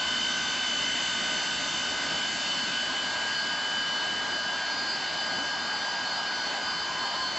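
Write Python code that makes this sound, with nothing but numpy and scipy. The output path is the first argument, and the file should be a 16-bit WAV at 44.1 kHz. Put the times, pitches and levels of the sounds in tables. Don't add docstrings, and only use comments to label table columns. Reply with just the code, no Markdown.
import sys
import numpy as np
from scipy import signal
from scipy.io import wavfile
from scipy.ndimage import uniform_filter1d

SR = 44100
rng = np.random.default_rng(int(sys.argv[2]) if len(sys.argv) > 2 else 0)


def log_audio(samples):
    frames = np.atleast_2d(samples).T
    limited = np.clip(frames, -1, 1)
    pcm = np.round(limited * 32767).astype(np.int16)
    wavfile.write(sys.argv[1], SR, pcm)


N = 325458
TIME = np.arange(N) / SR
SLOW_TIME = np.linspace(0, N / SR, num=8192)


def amp(db):
    return 10 ** (np.asarray(db) / 20)


def evened(x):
    return x / np.sqrt(np.mean(abs(x) ** 2) + 1e-20)


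def curves(rows, t=TIME):
    seconds, *columns = np.transpose(rows)
    return [np.interp(t, seconds, column) for column in columns]


def read(rows, hz, axis=1):
    table = np.transpose(rows)
    return np.interp(np.log(hz + 1), np.log(table[0] + 1), table[axis])


# time_s, view (0 is side-on, 1 is from behind)
VIEW = [(0, 0.13), (1, -0.058), (2, 0.12), (2.7, 0.25), (3.4, 0.59), (4.2, 0.86), (5, 0.92), (6, 1.08),
        (7.38, 1.1)]


def by_view(views, levels_db):
    return np.interp(curves(VIEW, SLOW_TIME)[0], views, levels_db)


# pitch_hz, left_minus_right_db
BALANCE = [(50, 3.3), (200, 4.1), (600, 2), (950, .2), (1300, 0), (1620, .8), (1900, 0), (4400, -.2),
           (5000, 1.3), (5600, 0), (6700, .3), (7500, 1.6)]
# pitch_hz, lead_radians
LEAD = [(50, 0), (300, -.35), (750, -.4), (1400, -.04), (1620, -.2), (1950, 0), (4200, 0), (4800, .18),
        (5300, -.05), (7300, .16)]


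def ports(hz):
    half = amp(read(BALANCE, hz) / 2) * np.exp(.5j * read(LEAD, hz))
    return np.array([half, 1 / half])


def drift(width_hz):
    f = np.fft.fftfreq(len(SLOW_TIME), SLOW_TIME[1])
    a, b = rng.standard_normal((2, len(f)))
    return evened(np.fft.ifft((a + 1j * b) / (1 + (f / width_hz) ** 2)))


# pitch_hz, likeness (0 to 1)
LIKENESS = [(40, .2), (120, .62), (250, .89), (480, .77), (650, .93), (1100, .95), (2000, .995),
            (2700, .9998), (3350, .9998), (3700, .98), (4500, .92), (6300, .92), (7200, .82)]


def tone(hz, db, scatter, width_hz, fuzz_db=None):
    share, centre_hz = np.clip(scatter, 0, 1), np.mean(hz)
    paths = np.sqrt(1 - share) + np.sqrt(share) * drift(width_hz)
    if fuzz_db is not None:
        paths = paths + amp(fuzz_db) * drift(width_hz=73)
    unlike = np.sqrt((1 - read(LIKENESS, centre_hz)) / 2) * drift(width_hz)
    pair = np.array([paths + unlike, paths - unlike]) * ports(centre_hz)[:, None]
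    offset_hz = (hz - centre_hz) * np.ones(len(SLOW_TIME))
    turns = np.cumsum(offset_hz) * SLOW_TIME[1] + rng.random()
    pair = pair * np.sqrt(2) * amp(db) * np.exp(2j * np.pi * turns)
    carrier = np.exp(2j * np.pi * centre_hz * TIME)
    return np.array([(np.interp(TIME, SLOW_TIME, side) * carrier).real for side in pair])


def turbulence(field_db, patchy_db, size=2048):
    hop = size // 4
    t = np.arange(N // hop + 3) * hop / SR
    hz = np.fft.rfftfreq(size, 1 / SR)
    a, b, c, d, patches = rng.standard_normal((5, len(t), len(hz)))
    patches = uniform_filter1d(patches, size=12, axis=0)
    patches = evened(uniform_filter1d(patches, size=24, axis=1))
    same = np.clip(read(LIKENESS, hz), -1, 1)
    left = a + 1j * b
    right = same * left + np.sqrt(1 - same ** 2) * (c + 1j * d)
    z = np.array([left, right]) * ports(hz)[:, None]
    z *= amp(field_db(t, hz) + patchy_db * patches) * np.sqrt(1.5 * SR / size)
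    return signal.istft(z.swapaxes(-1, -2), nperseg=size, noverlap=size - hop)[1][:, :N]


# pitch_hz, level_db
GEAR_TONES = [(1229, -51), (1507, -51.5)]


def gears():
    return sum(tone(hz, db, scatter=0.25, width_hz=4.4) for hz, db in GEAR_TONES)


# time_s, level_db
LOW_WHISTLE_DB = [(0, -48), (1.9, -44.5), (2.1, -42), (3, -38), (3.12, -36.5), (4.3, -35.5), (5.1, -38),
                  (5.8, -36.5), (7.38, -43.5)]


def low_whistle():
    level_db = curves(LOW_WHISTLE_DB, SLOW_TIME)[0]
    return tone(1619.2, level_db, scatter=0.06, width_hz=12, fuzz_db=-19.0)


# start_s, length_s, lower_whistle_db, upper_whistle_db
SURGES = [(1.3, .22, -44, -52), (2.43, 0.35, -41, -53), (2.8, 0.25, -48, -44), (3.3, 0.29, -40, -41),
          (4.248, 0.23, -56, -42), (4.6, 0.48, -41, -38.5), (5.157, 0.3, -43, -36.5),
          (5.72, 0.39, -48, -43.5), (6.002, 0.28, -37.5, -41), (6.235, 0.37, -41.5, -44.5),
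          (6.61, 0.34, -45, -41.5), (6.95, 0.67, -39.5, -58)]


def surges():
    attack_s, release_s = .08, 0.14
    power = np.zeros((2, len(SLOW_TIME)))
    for start, length, *db in SURGES:
        age = SLOW_TIME - start
        shape = np.clip(np.minimum(age / attack_s, (length - age) / release_s), 0, 1)
        power += (amp(db)[:, None] * shape) ** 2
    return power


# pitch_hz, side_on_db, from_behind_db
HIGH_WHISTLES = [(4376, -50.5, -47.5), (4821, -49, -45.5)]


def high_whistles():
    total = 0
    for (hz, *calm_db), surge in zip(HIGH_WHISTLES, surges()):
        power = amp(by_view([0, 1], calm_db)) ** 2 + surge
        total = total + tone(hz, 10 * np.log10(power), scatter=0.24, width_hz=14, fuzz_db=-9.5)
    return total


# pitch_hz, relative_db
RUSH = [(3600, -27), (4150, -3.5), (4400, 0), (4650, -3.5), (4850, -6), (5150, -5.5), (5600, -28.5)]


def rush():
    hiss = evened(turbulence(lambda t, hz: read(RUSH, hz), patchy_db=1.4))
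    calm_db = by_view([0, 1], [-43.5, -42.5])
    surge_db = -14.5
    power = amp(calm_db) ** 2 + amp(surge_db) ** 2 * surges().sum(axis=0)
    return hiss * np.interp(TIME, SLOW_TIME, np.sqrt(power))


# time_s, pitch_hz, level_db
MOAN = [(4.4, 785, -63), (4.9, 787, -47), (5.55, 780, -49), (5.9, 942.4, -50.5), (6.45, 934, -56),
        (6.65, 1003, -51.5), (6.9, 1030, -40.5), (7.38, 1034, -42)]


def moan():
    hz, db = curves(MOAN, SLOW_TIME)
    return tone(hz, db, scatter=.7, width_hz=20, fuzz_db=-10.5)


# time_s, turns_per_second
SHAFT = [(0, 55.53), (2.3, 55.5), (3.8, 55.41), (5, 55.45), (7.38, 55.42)]


def shaft_speed():
    return curves(SHAFT, SLOW_TIME)[0]


# shaft_multiple, side_on_db, slanted_db, from_behind_db
SHAFT_TONES = [(37, -47, -50, -57), (38, -54, -59, -60), (39, -61, -59, -69), (42, -61, -60, -70),
               (46, -57, -61, -68), (49, -57, -59, -67), (51, -52, -53, -61), (53, -61, -52, -57),
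               (64, -53, -56, -61), (65, -44, -47, -53), (66, -61, -67, -69), (80, -54, -54, -65),
               (81, -46, -46, -57), (83, -54, -56, -63), (84, -58, -56, -65), (92, -50, -51, -66),
               (93, -59, -64, -65), (101, -59, -68, -71), (108, -59, -61, -62), (109, -61, -62, -70),
               (110, -48, -67, -64), (111, -60, -68, -72), (119, -55, -55, -69), (129, -62, -61, -73)]


def weak_blade_tones():
    speed, behind = shaft_speed(), np.clip(curves(VIEW, SLOW_TIME)[0], 0, 1)
    total = 0
    for multiple, *beam_db in SHAFT_TONES:
        level_db = by_view([.08, .22, .58], beam_db)
        total = total + tone(multiple * speed, level_db, scatter=0.15 + .5 * behind,
                             width_hz=10.0, fuzz_db=-10.5)
    return amp(1.05) * total


# time_s, level_db
LOW_WHINE_DB = [(0, -38), (.2, -42), (.35, -36.5), (1.2, -39), (1.4, -39), (1.75, -38), (2.5, -44),
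                (2.75, -39), (4.3, -43.5), (5.9, -41.5), (6.6, -39.5), (7.38, -47)]
HIGH_WHINE_DB = [(0, -35), (.25, -31.5), (.45, -36), (.7, -33), (1.1, -33), (1.35, -36.5), (2.85, -35),
                 (3.15, -38.5), (3.85, -34.5), (4.2, -37.5), (4.55, -39), (4.78, -47), (5.3, -37.5),
                 (5.9, -44.5), (7.38, -43)]
# shaft_multiple, side_on_db, slanted_db, from_behind_db
LOW_WHINE = [(27, -1.5, -3.5, -2.5), (28, -2, -8.5, -13)]
HIGH_WHINE = [(54, -2, 0.5, -2.5), (55, -4.5, -12.5, 0), (56, -12.5, -18, -11)]
TURN_S = [0.28, 4.2, 6.7]


def blade_whine():
    speed, behind = shaft_speed(), np.clip(curves(VIEW, SLOW_TIME)[0], 0, 1)
    total = 0
    for level, tones in [(LOW_WHINE_DB, LOW_WHINE), (HIGH_WHINE_DB, HIGH_WHINE)]:
        whine_db = curves(level, SLOW_TIME)[0]
        for multiple, *share_db in tones:
            level_db = whine_db + np.interp(SLOW_TIME, TURN_S, share_db)
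            total = total + tone(multiple * speed, level_db, scatter=0.021 + 0.09 * behind,
                                 width_hz=11, fuzz_db=-20.0)
    return total


def blade_echo():
    echo_shaft, echo_db = 55.55, -51
    return sum(tone(multiple * echo_shaft, echo_db, scatter=0.1, width_hz=5)
               for multiple, *_ in LOW_WHINE + HIGH_WHINE)


def hump(hz, centre_hz, width_hz, db):
    return db / (1 + (2 * (hz - centre_hz) / width_hz) ** 2)


# pitch_hz, side_on_db_per_hz, from_behind_db_per_hz
ROAR = [(25, -99.5, -99), (55, -75, -80.5), (125, -76.5, -78), (170, -69.5, -72.5), (260, -67.5, -71.5),
        (522, -76.5, -74.5), (584, -67.5, -68.5), (790, -70, -65.5), (1050, -65.5, -64),
        (1044, -70.5, -69.5), (1660, -68.5, -70), (2500, -71.5, -75.5), (2750, -67, -73.5),
        (4100, -73.5, -74.5), (6300, -77, -81), (7660, -74.5, -83)]
# pitch_hz, width_hz, lift_db
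DUCT = (255, 15, 4.9)


def roar():
    def field_db(t, hz):
        view = curves(VIEW, t)[0][:, None]
        side_on, from_behind = read(ROAR, hz, axis=1), read(ROAR, hz, axis=2)
        return (1 - view) * side_on + view * from_behind + hump(hz, *DUCT)
    return turbulence(field_db, patchy_db=1.14)


def scene():
    whistles = low_whistle() + high_whistles()
    blades = weak_blade_tones() + blade_whine() + blade_echo()
    return gears() + whistles + rush() + moan() + blades + roar()


def record(dry):
    input_db, ceiling, edge_hz = -0.02, .09, 7770
    driven = amp(input_db) * dry
    rounded = driven / (1 + (driven / ceiling) ** 6) ** (1 / 6)
    edge = signal.firwin(2047, edge_hz, window=("kaiser", 9), fs=SR)
    return signal.oaconvolve(rounded, edge[None], "same")


dry = scene()
out = record(dry)
log_audio(out)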